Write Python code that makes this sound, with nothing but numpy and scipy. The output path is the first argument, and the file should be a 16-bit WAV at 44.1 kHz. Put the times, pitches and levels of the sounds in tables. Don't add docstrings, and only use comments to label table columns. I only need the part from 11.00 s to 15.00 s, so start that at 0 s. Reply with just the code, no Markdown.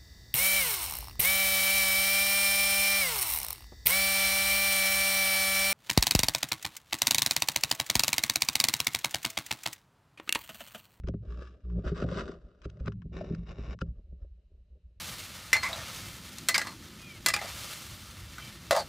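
import sys
import numpy as np
from scipy import signal
from scipy.fft import rfft, irfft
from scipy.io import wavfile
from scipy.ndimage import uniform_filter1d

SR = 44100
rng = np.random.default_rng(int(sys.argv[2]) if len(sys.argv) > 2 else 0)


def dump_mix(stems):
    frames = np.atleast_2d(stems).T
    limited = np.clip(frames, -1, 1)
    pcm = np.round(limited * 32767).astype(np.int16)
    wavfile.write(sys.argv[1], SR, pcm)


N = 176400
T = np.arange(N) / SR
BIN_HZ = np.arange(N // 2 + 1) * SR / N
SIDES = np.array([[1], [-1]])

def amp(db):
    return 10 ** (np.asarray(db) / 20)

def unit(x):
    return x / np.sqrt(np.mean(x ** 2))

def on_bins(points):
    hz, db = np.array(points).T
    return np.interp(np.log(BIN_HZ + 1e-6), np.log(hz), db)

def colour(x, points, rolloff_db_per_octave=12):
    octaves_above = np.log2(np.maximum(BIN_HZ / points[-1][0], 1))
    cepstrum = irfft(np.log(amp(on_bins(points) - rolloff_db_per_octave * octaves_above)), N)
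    cepstrum[1:N // 2] *= 2
    cepstrum[N // 2 + 1:] = 0
    return unit(irfft(rfft(x) * np.exp(rfft(cepstrum)), N))

def walk(rate_hz):
    width = max(int(SR / rate_hz), 2)
    smoothed = uniform_filter1d(rng.standard_normal(N), width, mode="wrap")
    return unit(uniform_filter1d(smoothed, width, mode="wrap"))

def flutter(x, depth_db=4, rate_hz=32):
    return unit(x * amp(depth_db * walk(rate_hz)))

def curve(rows, column):
    rows = np.array(rows)
    db = np.interp(T, rows[:, 0], rows[:, column], left=-140, right=-140)
    return uniform_filter1d(amp(db), size=SR // 200)

def ring(modes):
    t = T[:SR // 2]
    ringing = sum((-1) ** k * amp(db - 60 * t / t60) * np.sin(2 * np.pi * hz * t)
                  for k, (hz, db, t60) in enumerate(modes))
    return ringing / np.abs(ringing).max()

def slips(per_s=2200, spread_db=4.2, smooth_share=.42, chatter_db=2, chatter_hz=130):
    grains = (rng.random(N) < per_s / SR) * rng.standard_normal(N)
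    grains *= amp(spread_db * rng.standard_normal(N))
    sliding = unit(grains) + smooth_share * rng.standard_normal(N)
    return sliding * amp(chatter_db * walk(chatter_hz))

# (time [s], deep level [dB], upper level [dB])
ROCKING = [(0,-44,-52.5),(.22,-46,-45.5),(.6,-62.5,-68.5),(.86,-46.5,-62.5),(1.12,-38.5,-51),(1.41,-59,-62.5),(1.6,-58,-75.5),(1.85,-56,-39.5),(2.16,-41,-47.5),(2.4,-45,-43.5),(2.48,-47,-49.5),(2.68,-37.5,-47.5),(2.78,-47.5,-53.5),(2.89,-41.5,-45),(3.03,-50,-79),(4,-57.5,-72)]
# (frequency [Hz], relative level [dB])
DEEP_SPECTRUM = [(14,-8),(28,9),(45,13),(60,21.5),(80,10),(160,-49.5)]
UPPER_SPECTRUM = [(70,-28.5),(108,8),(135,-5),(166,2),(260,-18),(800,-59.5)]
def rumble():
    deep = flutter(colour(rng.standard_normal(N), DEEP_SPECTRUM))
    upper = colour(rng.standard_normal(N), UPPER_SPECTRUM)
    return curve(ROCKING, column=1) * deep + curve(ROCKING, column=2) * upper

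# (frequency [Hz], relative level [dB])
GROWL_SPECTRUM = [(90,-37),(170,4.5),(300,-7),(395,1),(480,-5.5),(600,-3.5),(860,-29),(1400,-46)]
def growl(width=.15):
    return colour(slips() + width * SIDES * slips(), GROWL_SPECTRUM)

# (frequency [Hz], relative level [dB])
HISS_SPECTRUM = [(2300,2.5),(2850,8.5),(3400,-1.5),(3950,6.5),(4400,-1),(9500,-13)]
def water_and_hiss(water_db=-77.5, swell_db=5.5, hiss_db=-88):
    lapping = np.tanh(walk(rate_hz=18))
    water = growl() * amp(water_db + swell_db * lapping)
    hiss = colour(rng.standard_normal(N) + rng.standard_normal((2, N)), HISS_SPECTRUM)
    return water + amp(hiss_db) * hiss

# (frequency [Hz], relative level [dB])
GRIT_SPECTRUM = [(650,-31.5),(870,-13),(1160,2.5),(1400,0.5),(1700,-5),(2040,-14.5),(2330,-12.5),(2820,-8),(3300,-15.5),(3770,-12.5),(4300,-20),(5100,-16.5),(8000,-32),(14000,-70)]
def grit(spectrum=GRIT_SPECTRUM, ring_gain=.55, t60_s=.05, width=.51):
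    t = T[:SR // 10]
    common, side = rng.standard_normal((2, len(t))) * amp(-60 * t / t60_s)
    shell = ring_gain * common / np.linalg.norm(common) + width * SIDES * side / np.linalg.norm(side)
    shell[:, 0] += 1
    return colour(signal.fftconvolve(slips()[None], shell)[:, :N], spectrum)

def scratches(rows, fall_s, treble_hz=3400):
    rough = grit()
    treble = signal.sosfiltfilt(signal.butter(2, treble_hz, "high", fs=SR, output="sos"), rough)
    low_gain, high_gain = np.zeros(N), np.zeros(N)
    for peak_s, db, rise_s, treble_db in rows:
        from_peak = np.maximum((peak_s - T) / rise_s, (T - peak_s) / fall_s)
        envelope = amp(db) * np.exp(-from_peak.clip(0, 20))
        low_gain += envelope
        high_gain += envelope * amp(treble_db)
    return (rough - treble) * low_gain + treble * high_gain

# (peak time [s], level [dB], rise [s], treble gain [dB])
GRIP_SCUFFS = [(.075,-44,0.0033,-0.5),(0.88,-39,0.004,-14),(1.026,-35.5,0.0037,-13),(1.654,-44,0.0088,1),(1.701,-57,0.0034,4.5),
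               (1.803,-54,0.004,0),(1.881,-39.5,0.01,-9),(2.352,-58,0.012,2.5),(2.814,-42.5,.004,7)]
# (peak time [s], level [dB], treble gain [dB])
GRIP_TICKS = [(.036,-47,-14),(.085,-42.5,3.5),(.139,-56.5,-26),(0.7,-53,-12),(1.089,-40.5,-7),(1.618,-53.5,8),(1.771,-60,0),
              (1.859,-51,7),(1.921,-44.5,-4.5),(2.020,-53,-11),(2.79,-54.5,2)]
def scuffs_and_ticks(tick_rise_s=.00032):
    ticks = [(peak_s, db, tick_rise_s, treble_db) for peak_s, db, treble_db in GRIP_TICKS]
    return scratches(GRIP_SCUFFS, fall_s=.0039) + scratches(ticks, fall_s=.0043)

# (time [s], sway level [dB], body level [dB], wall level [dB], lid level [dB])
BUMPS = [(0.038,-27,-36.5,-49,-54.5),(0.076,-26.5,-39,-35,-57),(.087,-33,-27,-32.5,-35),(.140,-54,-26.5,-34.5,-44.5),
         (.787,-38,-29,-38.5,-43.5),(0.859,-25,-34,-53,-39),(0.919,-49,-24.5,-27.5,-46),
         (1.042,-28,-21.5,-36,-31.5),(1.118,-35,-27.5,-52,-30.5),(1.655,-32.5,-34.5,-35,-42.5),(1.806,-28.5,-38.5,-50.5,-46.5),(1.877,-32.5,-26,-33.5,-37),
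         (2.054,-36,-34,-47.5,-59),(2.305,-35.5,-24.5,-31.5,-54.5),(2.329,-53,-26.5,-34,-52),
         (2.586,-52,-33,-41,-55),(2.689,-32,-39.5,-51,-58),(2.817,-28.5,-26.5,-35,-37),(3.123,-48.5,-46,-56.5,-59)]
# (frequency [Hz], relative level [dB], t60 [s])
SWAY = [(63,0,0.27)]
BODY = [(107.7,-6.5,0.36),(166.7,5,0.13),(208.1,1,0.12),(267,5.5,0.06)]
WALL = [(312,-3.5,0.073),(401.9,0.5,0.098)]
LID = [(525,18.2,0.064),(618,22.6,0.022),(724,2.8,0.045)]
def knocks(contact_cycles=.5, spread_db=3):
    out = np.zeros(N + SR)
    for time_s, *levels in BUMPS:
        for level_db, modes in zip(levels, [SWAY, BODY, WALL, LID]):
            lowest_hz = modes[0][0]
            push = np.hanning(int(contact_cycles / lowest_hz * SR) + 3)
            struck = [(hz, db + spread_db * rng.standard_normal(), t60) for hz, db, t60 in modes]
            response = signal.fftconvolve(ring(struck), push)
            start = int(time_s * SR) - len(push) // 2
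            out[start:start + len(response)] += amp(level_db) * response / np.abs(response).max()
    return out[:N]

# (time [s], grit level [dB], growl level before its boost [dB])
LIGHT_STROKE = [(.22,-78.5,-61.5),(.335,-57.5,-64),(.38,-61,-58.5),(.45,-56.5,-61),(.59,-78.5,-70),(.83,-69.5,-55)]
HARD_STROKE = [(.83,-71,-66),(.85,-48.5,-40.5),(.89,-45.5,-46),(.942,-65,-60.5),(.962,-45.5,-49.5),(1.03,-46.5,-42),(1.062,-61,-46),(1.10,-49,-46),(1.18,-38,-41),(1.23,-52,-49),(1.32,-54.5,-50.5),(1.39,-71.5,-65.5),(1.59,-76,-72),(1.91,-72,-61)]
LAST_STROKE = [(2.118,-77,-56.5),(2.133,-59,-51.5),(2.168,-50.5,-49),(2.29,-60.5,-53.5),(2.452,-71.5,-70.5),(2.472,-58.5,-60.5),(2.515,-53,-46.5),(2.545,-63,-66),(2.585,-56.5,-59),(2.68,-55,-58),(2.735,-51,-49.5),(2.75,-72,-52)]
# (frequency [Hz], relative level [dB])
SHIFTED_SPECTRUM = [(800,-4.5),(1050,-1.5),(1350,-2),(2050,-7),(2850,-6),(3250,-19),(3800,-5.5),(4300,-23.5),(5400,-13),(14000,-70)]
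def rubs(growl_boost_db=5.5):
    out = 0
    strokes = [(LIGHT_STROKE, GRIT_SPECTRUM), (HARD_STROKE, GRIT_SPECTRUM),
               (LAST_STROKE, SHIFTED_SPECTRUM)]
    for stroke, spectrum in strokes:
        walls = growl()
        if stroke is LIGHT_STROKE:
            walls = flutter(walls)
        out += curve(stroke, column=1) * grit(spectrum)
        out += amp(growl_boost_db) * curve(stroke, column=2) * walls
    return out

# (start [s], length [s], rate [Hz], start level [dB], end level [dB],
# start overtone gain [dB], end overtone gain [dB])
STICK_SLIPS = [(0.272,0.29,61.5,-33.5,-53,-24.5,-29),(0.634,0.15,57.14,-38.5,-30,-18.5,-1.5),(2.375,.05,56.06,-41,-43.5,5.5,1)]
def shudders(jitter=.033, edge_s=.011, wall_db=-16.5):
    out = np.zeros(N)
    for start, length, hz, start_db, end_db, *overtone_db in STICK_SLIPS:
        end = start + length
        rate_hz = hz * (1 + jitter * walk(rate_hz=18))
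        phase = 2 * np.pi * np.cumsum((T > start) * rate_hz) / SR
        gate = np.clip((T - start) / edge_s, 0, 1) * np.clip(1 + (end - T) / edge_s, 0, 1)
        strength = np.sqrt(2) * gate * amp(np.interp(T, [start, end], [start_db, end_db]))
        overtones = .5 * np.sin(2 * phase) + np.sin(3 * phase)
        overtones *= amp(np.interp(T, [start, end], overtone_db))
        kicks = np.diff(phase // (2 * np.pi), prepend=0) * strength
        walls = amp(wall_db) * signal.fftconvolve(kicks, ring(WALL))[:N]
        out += strength * (np.sin(phase) + overtones) + walls
    return out

# (time [s], shove level [dB], wash level [dB])
WAVES = [(1.451,-40.5,-63.5),(2.87,-45,-59.5),(2.986,-35.5,-64),(3.229,-31.5,-62.5)]
def sloshes(shove_hz=52.7, shove_s=.012, wash_s=.034, swish_db=-18.5):
    out = 0
    wash = growl() + amp(swish_db) * grit()
    for peak_s, shove_db, wash_db in WAVES:
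        t = T - peak_s
        shove = np.exp(-(t / shove_s) ** 2) * np.sin(2 * np.pi * shove_hz * t)
        out += amp(shove_db) * shove + amp(wash_db) * np.exp(-(t / wash_s) ** 2) * wash
    return out

# (time [s], pitch [Hz], level [dB])
AIR_POCKETS = [(2.210,621,-30)]
def bubble(rise_s=.0027):
    out = np.zeros(N)
    for start, hz, db in AIR_POCKETS:
        age = np.maximum(T - start, 0)
        swell = age / rise_s
        out += amp(db) * swell * np.exp(1 - swell) * np.sin(2 * np.pi * hz * age)
    return out

# (frequency [Hz], relative level [dB], t60 [s])
SHELL = [(1170,-6.5,0.0073),(1370,9.5,0.023),(1740,-2,0.012),(2523,-2.5,0.0098),(2940,-2,.014),(5040,-14,0.013)]
def sharp_knock(time_s=2.8165, level_db=-26):
    blow = np.zeros(N)
    blow[int(time_s * SR)] = amp(level_db)
    return signal.fftconvolve(blow, ring(SHELL))[:N]

# (frequency [Hz], left minus right level [dB])
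MIC_BALANCE = [(150,-0.15),(500,2.5),(2000,4.5),(4000,-0.5)]
def scene():
    case = (knocks() + bubble() + sharp_knock() + scuffs_and_ticks() + rubs() + shudders()
            + rumble() + sloshes() + water_and_hiss())
    return irfft(rfft(case) * amp(SIDES / 2 * on_bins(MIC_BALANCE)), N)

def record(dry):
    low_hz, top_hz = 18, 13000
    low_cut = signal.sosfilt(signal.butter(2, low_hz, "high", fs=SR, output="sos"), dry)
    return signal.sosfilt(signal.ellip(8, .2, 70, top_hz, fs=SR, output="sos"), low_cut)

dry = scene()
out = record(dry)
dump_mix(out)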